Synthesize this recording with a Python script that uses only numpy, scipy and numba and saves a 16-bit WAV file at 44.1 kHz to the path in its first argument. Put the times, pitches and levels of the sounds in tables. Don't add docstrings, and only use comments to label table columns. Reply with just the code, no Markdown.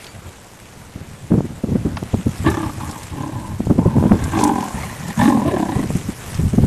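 import sys
import numpy as np
from scipy import signal
from scipy.fft import rfft, irfft, next_fast_len
from scipy.io import wavfile
from scipy.ndimage import uniform_filter1d, map_coordinates
from numba import njit

SR = 44100
rng = np.random.default_rng(int(sys.argv[2]) if len(sys.argv) > 2 else 0)


def transcribe(signal):
    frames = np.atleast_2d(signal).T
    limited = np.clip(frames, -1, 1)
    pcm = np.round(limited * 32767).astype(np.int16)
    wavfile.write(sys.argv[1], SR, pcm)


N = 293794


def amp(db):
    return 10 ** (np.asarray(db) / 20)


def unit(x):
    return x / np.sqrt(np.mean(x ** 2) + 1e-20)


def steady(x):
    return x / np.sqrt(np.abs(uniform_filter1d(x * x, size=SR // 10)) + 1e-12)


def curves(rows):
    seconds, *columns = np.transpose(rows)
    return [np.interp(np.arange(N) / SR, seconds, column) for column in columns]


def wobble(rate):
    knots = rng.standard_normal(int(N * rate / SR) + 4)
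    return map_coordinates(knots, [np.arange(N) * rate / SR])


def filtered(x, response):
    size = next_fast_len(N + SR // 2)
    return irfft(rfft(x, size) * response(np.fft.rfftfreq(size, 1 / SR)), size)[..., :N]


def coloured(x, spectrum):
    f, db = np.transpose(spectrum)
    return unit(filtered(x, lambda hz: amp(np.interp(np.log(hz + 1), np.log(f + 1), db))))


@njit
def ring(x, turn, fade):
    y = np.zeros(len(x))
    for i in range(2, len(x)):
        feedback = 2 * fade * np.cos(turn[i]) * y[i - 1] - fade * fade * y[i - 2]
        y[i] = feedback + (1 - fade) * (x[i] - x[i - 2])
    return y


def cavity(x, hz, width_hz):
    turn = 2 * np.pi * hz / SR * np.ones(N)
    fade = np.exp(-np.pi * width_hz / SR)
    return ring(ring(x, turn, fade), turn, fade ** 3)


def bush():
    # frequency in Hz, relative response in dB.
    leaf_spectrum = [(40, 0), (100, 3), (800, -5), (3460, -16.5), (7970, -22), (13000, -29.5)]
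    return amp(-43 + 1.3 * wobble(4.2)) * coloured(rng.standard_normal(N), leaf_spectrum)


def wind():
    # start in seconds, strength in dB.
    thump_rows = [(0.757, -22), (0.948, -17), (1.001, -19.5), (1.301, -2), (1.331, -1.5), (1.362, -14),
                  (1.634, -5), (1.678, -13), (1.713, -8), (1.744, -9), (1.847, -5.5), (2.013, -15),
                  (2.13, -4), (2.257, -10.5), (2.873, -16), (3.594, -7), (3.66, -11), (3.695, -2),
                  (3.778, -4), (3.853, -3.5), (3.952, -1.5), (4.043, -1.5), (4.107, -0.5), (5.085, -13.5),
                  (5.754, -4), (5.784, -6), (5.898, -6), (5.945, -12), (6.083, -12), (6.388, -4.5),
                  (6.527, -8), (6.574, -2.5), (6.631, -3)]
    # time in seconds, level in dB.
    breeze_rows = [(0, -66), (.25, -32), (.4, -52), (1.25, -40), (1.58, -35.5), (2.2, -28.5), (2.55, -25),
                   (3.1, -35.5), (4.1, -24.5), (4.5, -27.5), (4.75, -46), (5.65, -41), (5.8, -27),
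                   (6.15, -36.5), (6.45, -17.5)]
    # frequency in Hz, relative response in dB.
    port_spectrum = [(16, -46), (90, -3.5), (223, 0.5), (3000, -58.5), (6600, -120)]
    crest_db = 3.5
    brightens = 0.45
    body_db = -11

    t = np.arange(SR // 4) / SR
    rise = 1 - np.exp(-(t / 0.0071) ** 2)
    thump = rise * (np.exp(-(t / 0.019) ** 2) + 0.27 * np.exp(-t / 0.071))
    upper_swell, low_swell = np.zeros((2, N + SR))
    for start, db in thump_rows:
        span = slice(round(start * SR), round(start * SR) + len(t))
        upper_swell[span] += amp(db * (1 + brightens) - crest_db) * thump
        low_swell[span] += amp(db - crest_db + body_db) * thump

    eddies = coloured(rng.standard_normal(N) * amp(5.8 * wobble(70)), port_spectrum)
    rumble_spectrum = [(12, -15), (35, -16.5), (90, 0.0), (200, -8.5), (700, -57.5)]  # (Hz, dB)
    rumble = coloured(rng.standard_normal(N) * amp(5.2 * wobble(22)), rumble_spectrum)
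    thumps = upper_swell[:N] * steady(eddies) + low_swell[:N] * steady(rumble)
    return thumps + amp(curves(breeze_rows)[0]) * rumble


def wind_pops():
    # time in seconds, strength in dB.
    pop_rows = [(1.32, -2), (1.342, -10), (1.407, -7.5), (1.755, -9.5), (2.029, -13), (2.143, -3),
                (3.605, -9.5), (3.671, -11), (3.713, -4.5), (3.793, -8), (3.862, -11), (3.968, -5),
                (3.984, -5.5), (4.027, -5.5), (4.04, -4), (4.055, -8), (4.12, -3), (4.143, -8.5),
                (4.281, -16), (5.795, -14.5), (5.905, -11), (6.638, -11.5)]
    # frequency in Hz, relative response in dB.
    pop_spectrum = [(40, -30), (200, 1.5), (900, -18), (1500, -35), (5000, -95)]
    pop_level_db = 2.5
    kicks = np.zeros((2, N))
    for (start, db), phase in zip(pop_rows, 2 * np.pi * rng.random(len(pop_rows))):
        kicks[:, round(start * SR)] = amp(db + pop_level_db) * np.array([np.cos(phase), np.sin(phase)])
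    quarter_turned = filtered(kicks[1], lambda hz: 1j)
    pops = coloured(kicks[0] + quarter_turned, pop_spectrum)
    return pops * np.hypot(*kicks).max() / np.abs(pops).max()


def sand():
    # time in seconds, rustle level in dB.
    trickle_rows = [(1.85, -45.5), (2.3, -37.5), (3.05, -36.5), (3.12, -41), (3.9, -44), (4.25, -36.5),
                    (4.8, -34.5), (5.4, -37.5), (6.35, -34.5), (6.65, -38.5)]
    # time of the peak in seconds, peak level in dB.
    scuff_rows = [(.03, -45), (4.42, -32), (5.25, -30)]
    # frequency in Hz, relative response in dB.
    rustle_spectrum = [(760, 3), (1300, 0.5), (2150, -0.5), (4500, -8.5), (7730, -3.5), (13000, -12)]
    scuff_s = 0.054

    grains = rng.standard_normal(N) * (rng.random(N) < .02) * amp(1.95 * rng.exponential(size=N))
    grains = unit(uniform_filter1d(np.abs(grains), size=60))
    grainy = rng.standard_normal(N) * (1 + .5 * grains) * amp(0.58 * wobble(30))
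    bins = signal.stft(grainy, nperseg=256)[2]
    patches = uniform_filter1d(rng.standard_normal(bins.shape), size=10, axis=0)
    patches = uniform_filter1d(patches, size=12, axis=1)
    hiss = signal.istft(bins * amp(2 * unit(patches)), nperseg=256)[1][:N]

    t = np.arange(N) / SR
    scuffs = sum(amp(db) * np.exp(-((t - peak) / scuff_s) ** 2) for peak, db in scuff_rows)
    return (amp(curves(trickle_rows)[0]) + scuffs) * coloured(hiss, rustle_spectrum)


def twigs():
    # start in seconds, level in dB ahead of the envelope, centre of the band in Hz.
    snap_rows = [(0.0423, -31.5, 3800), (0.066, -30.5, 3550), (1.9686, -25, 3800), (1.97, -17, 960),
                 (2.501, -25, 8600), (2.911, -29, 7075), (3.031, -29.5, 6990), (4.2392, -25, 7200),
                 (4.3888, -20.5, 3345), (4.437, -13.5, 7600), (4.4754, -26, 7800), (5.081, -27, 8000),
                 (5.967, -27.5, 8400), (6.344, -27.5, 5600)]
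    snaps = np.zeros(N + SR)
    t = np.arange(SR // 20) / SR
    envelope = (1 - np.exp(-t / 0.00085)) * amp(-60 * t / 0.035)
    for start, db, hz in snap_rows:
        band = signal.butter(2, [0.62 * hz, min(1.38 * hz, 15000)], "bandpass", fs=SR)
        burst = signal.lfilter(*band, rng.standard_normal(len(t)))
        snaps[round(start * SR):][:len(t)] += amp(db) * unit(burst) * envelope
    return snaps[:N]


def chirp():
    t = np.arange(N) / SR - .092
    phase = 2 * np.pi * 2280 * t * (1 + 0.64 * t)
    partials = np.sin(2 * phase) + .6 * (np.sin(phase) + np.sin(3 * phase))
    return amp(-47) * np.exp(-(t / 0.033) ** 2) * partials


def growls():
    # start in seconds, attack in seconds, length in seconds, top level in dB, fade in dB,
    # fade shape (under 1 early, over 1 late), chest over mouth in dB, flaps a second at full effort,
    # settled pitch in Hz, sinking of the pitch in Hz, settled roughness 0-1, share of held note 0-1.
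    growl_rows = [(2.432, 0.054, .27, -22.5, 10.5, 0.29, 6.5, 42.67, 185.2, 30.7, 0.28, 0.17),
                  (2.739, 0.1, 0.3, -32.5, 10, 1.14, 0.57, 33.6, 145.2, 33, 0.44, .3),
                  (3.108, 0.11, 0.44, -31, 8, .5, 6.6, 38, 146.3, 49.5, 0.18, .5),
                  (3.764, 0.036, 0.56, -33, 4.5, 1.08, 5.1, 34.04, 150, 8.3, 0.42, .4),
                  (4.32, 0.094, 0.385, -19, 13, 1.2, 2.5, 50.32, 214.5, 23.2, .22, .15),
                  (4.725, 0.026, 0.25, -34, 8, 1.07, 5.3, 37.5, 150.6, 37.7, 0.5, 0.39),
                  (4.99, 0.1342, 0.12, -34, -1, 1.1, 6.1, 36.5, 169.7, 5, 0.495, 1),
                  (5.167, 0.037, 0.27, -21.5, 7, 1.5, 8.14, 46.17, 226, 17.5, 0.29, 0.95),
                  (5.44, 0.019, 0.39, -26.5, 7.5, 1.54, 6.5, 35.34, 200.2, 20.2, 0.3, .1)]
    flap_opens = [2.487, 2.8, 3.232, 3.815, 4.41, 4.75, 5.05, 5.37, 5.626]
    harsh_start, flat_start, settle_s = .4, .1, .07
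    quiet_db, release_s = 13, 0.02
    slow_flaps_per_db = 1.1
    chest_first_db = 3.5

    columns = np.transpose(growl_rows)
    t = np.arange(N) / SR
    k = np.clip(np.searchsorted(columns[0], t) - 1, 0, None)
    (start, attack, length, top_db, fade_db, shape,
     chest_db, flaps, pitch, sink_hz, rough, held) = columns[:, k]
    since = t - start
    spent = np.clip((since - attack) / (length - attack), 0, 1)
    lost_db = fade_db * spent ** shape
    edge = np.clip(np.maximum(1 - since / attack, (since - length) / release_s), 0, 8)
    edge[since < 0] = 8
    fresh = np.exp(-(np.clip(since, 0, None) / settle_s) ** 2)

    beat = np.cumsum(flaps - slow_flaps_per_db * lost_db) / SR
    beat = beat - np.interp(flap_opens, t, beat)[k] + 50 * (k + 1)
    beat = np.clip(beat, 1, 598)

    def glide(x):
        return uniform_filter1d(x, size=SR // 50)

    mouth_db = glide(top_db - lost_db - quiet_db * edge)
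    chest_db = glide(chest_db + chest_first_db * np.clip(1 - since / attack, 0, 1))
    pitch = glide(pitch * (1 - flat_start * fresh) - sink_hz * spent)
    return mouth_db, chest_db, beat, pitch, glide(rough + harsh_start * fresh), glide(held)


def cats():
    # time in seconds, throat in Hz, lower mouth in Hz, upper mouth in Hz,
    # gape in dB, lips as a ratio on the frequencies of the upper cavities.
    mouth_rows = [(2.46, 386, 840, 1200, -7.5, 0.98), (2.7, 290, 855, 1140, -20, 0.96),
                  (3.25, 309, 806, 1023, -20.5, 0.99), (3.8, 276, 858, 1004, -30, 0.85),
                  (4.25, 280, 816, 1088, -8.5, 0.98), (4.36, 304.4, 784.6, 1109, -14.5, 0.97),
                  (4.43, 326, 844, 1003, -23, 0.915), (4.68, 254, 744.5, 1037, -22, 0.92),
                  (4.8, 225, 754.2, 1025, -10, 1.2), (5.12, 197, 790, 1005, -9, 1.07),
                  (5.28, 290, 804.6, 1090, -13, 0.974), (5.38, 270, 810, 1036, -27, 1.06),
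                  (5.53, 403, 617.8, 1003, -14, 1.047), (5.61, 302, 696, 1010, -19, 0.96),
                  (5.8, 289.9, 763.7, 1057, -13, 1.11)]
    # centre in Hz ahead of the lip ratio, width in Hz of the narrow stage,
    # level in dB ahead of the gape.
    upper_rows = [(1370, 320, -6), (1690, 152, 6.5), (2150, 240, -2.5), (2480, 500, -5), (3560, 230, -4.5)]
    mouth_db, chest_db, beat, pitch, rough, held = growls()
    throat_hz, low_hz, high_hz, gape_db, lips = curves(mouth_rows)
    rough, held = np.clip(rough, 0, 1), np.clip(held, 0, 1)

    chop = np.clip(1.05 - 0.75 * rough, 0, 1) * np.clip(pitch / 145, 0, 1) ** 2
    flap = beat + 0.0605 * wobble(25)
    force = amp(1.8 * rng.standard_normal(600))[flap.astype(int)]
    u = flap % 1
    gate = force * (1 - chop + chop * 21 * u * np.exp(-8.5 * u))

    fold = np.cumsum(pitch * (1 + .25 * rough * wobble(90))) / SR
    pulses = np.diff(np.floor(fold), prepend=0) * np.sqrt(SR / pitch)
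    breath = rng.standard_normal(N) * (1.82 + np.exp(-4 * (fold % 1)))
    slaps = chop * force * (np.diff(np.floor(flap), prepend=0) > 0)
    source = gate * (np.sqrt(1 - rough) * pulses + np.sqrt(rough) * breath) + 13 * slaps

    def voiced(hz, width_hz, x=source):
        shaken_hz = hz * (1 + 0.085 * rough * wobble(30))
        return steady(cavity(x, shaken_hz, width_hz))

    held_note = 0.76 * held * voiced(pitch, width_hz=48.8, x=source + 1.6 * pulses)
    puffed_thuds = 0.58 * (1 - held) * voiced(pitch, width_hz=104, x=source + 45 * slaps)
    dull_body = 1.4 * rough * voiced(pitch / 1.6, width_hz=88)
    throat = (pitch / 225) ** 1.6 * voiced(throat_hz, width_hz=55, x=source + 0.38 * pulses)
    chest = held_note + puffed_thuds + dull_body - throat + 0.22 * voiced(570, width_hz=127)

    lower_mouth = pitch / 210 * voiced(low_hz, width_hz=80)
    upper_mouth = 0.63 * (high_hz / 1050) ** 1.7 * voiced(high_hz, width_hz=85)
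    mouth = lower_mouth - upper_mouth
    upper = sum(amp(db) * voiced(hz * lips, width_hz, source + 10 * slaps)
                for hz, width_hz, db in upper_rows)
    return amp(mouth_db) * (mouth + amp(chest_db) * chest + amp(gape_db) * upper)


def bank_echo(voice):
    t = np.arange(SR // 8) / SR
    bank = unit(rng.standard_normal(len(t)) * amp(-60 * t / 0.27)) / np.sqrt(len(t))
    return amp(-11.5) * signal.fftconvolve(voice, bank)[:N]


def scene():
    voice = cats()
    mono = bush() + wind() + wind_pops() + sand() + twigs() + chirp() + voice + bank_echo(voice)
    return np.array([mono, mono])


def record(dry):
    limit_hz = 15700
    rounded = dry / (1 + np.abs(dry / .73) ** 5) ** (1 / 5)

    def top_rolloff(hz):
        return amp(-18 * np.clip(hz - 13100, 0, None) / 1000) * (hz < limit_hz)

    return filtered(rounded, top_rolloff)


dry = scene()
out = record(dry)
transcribe(out)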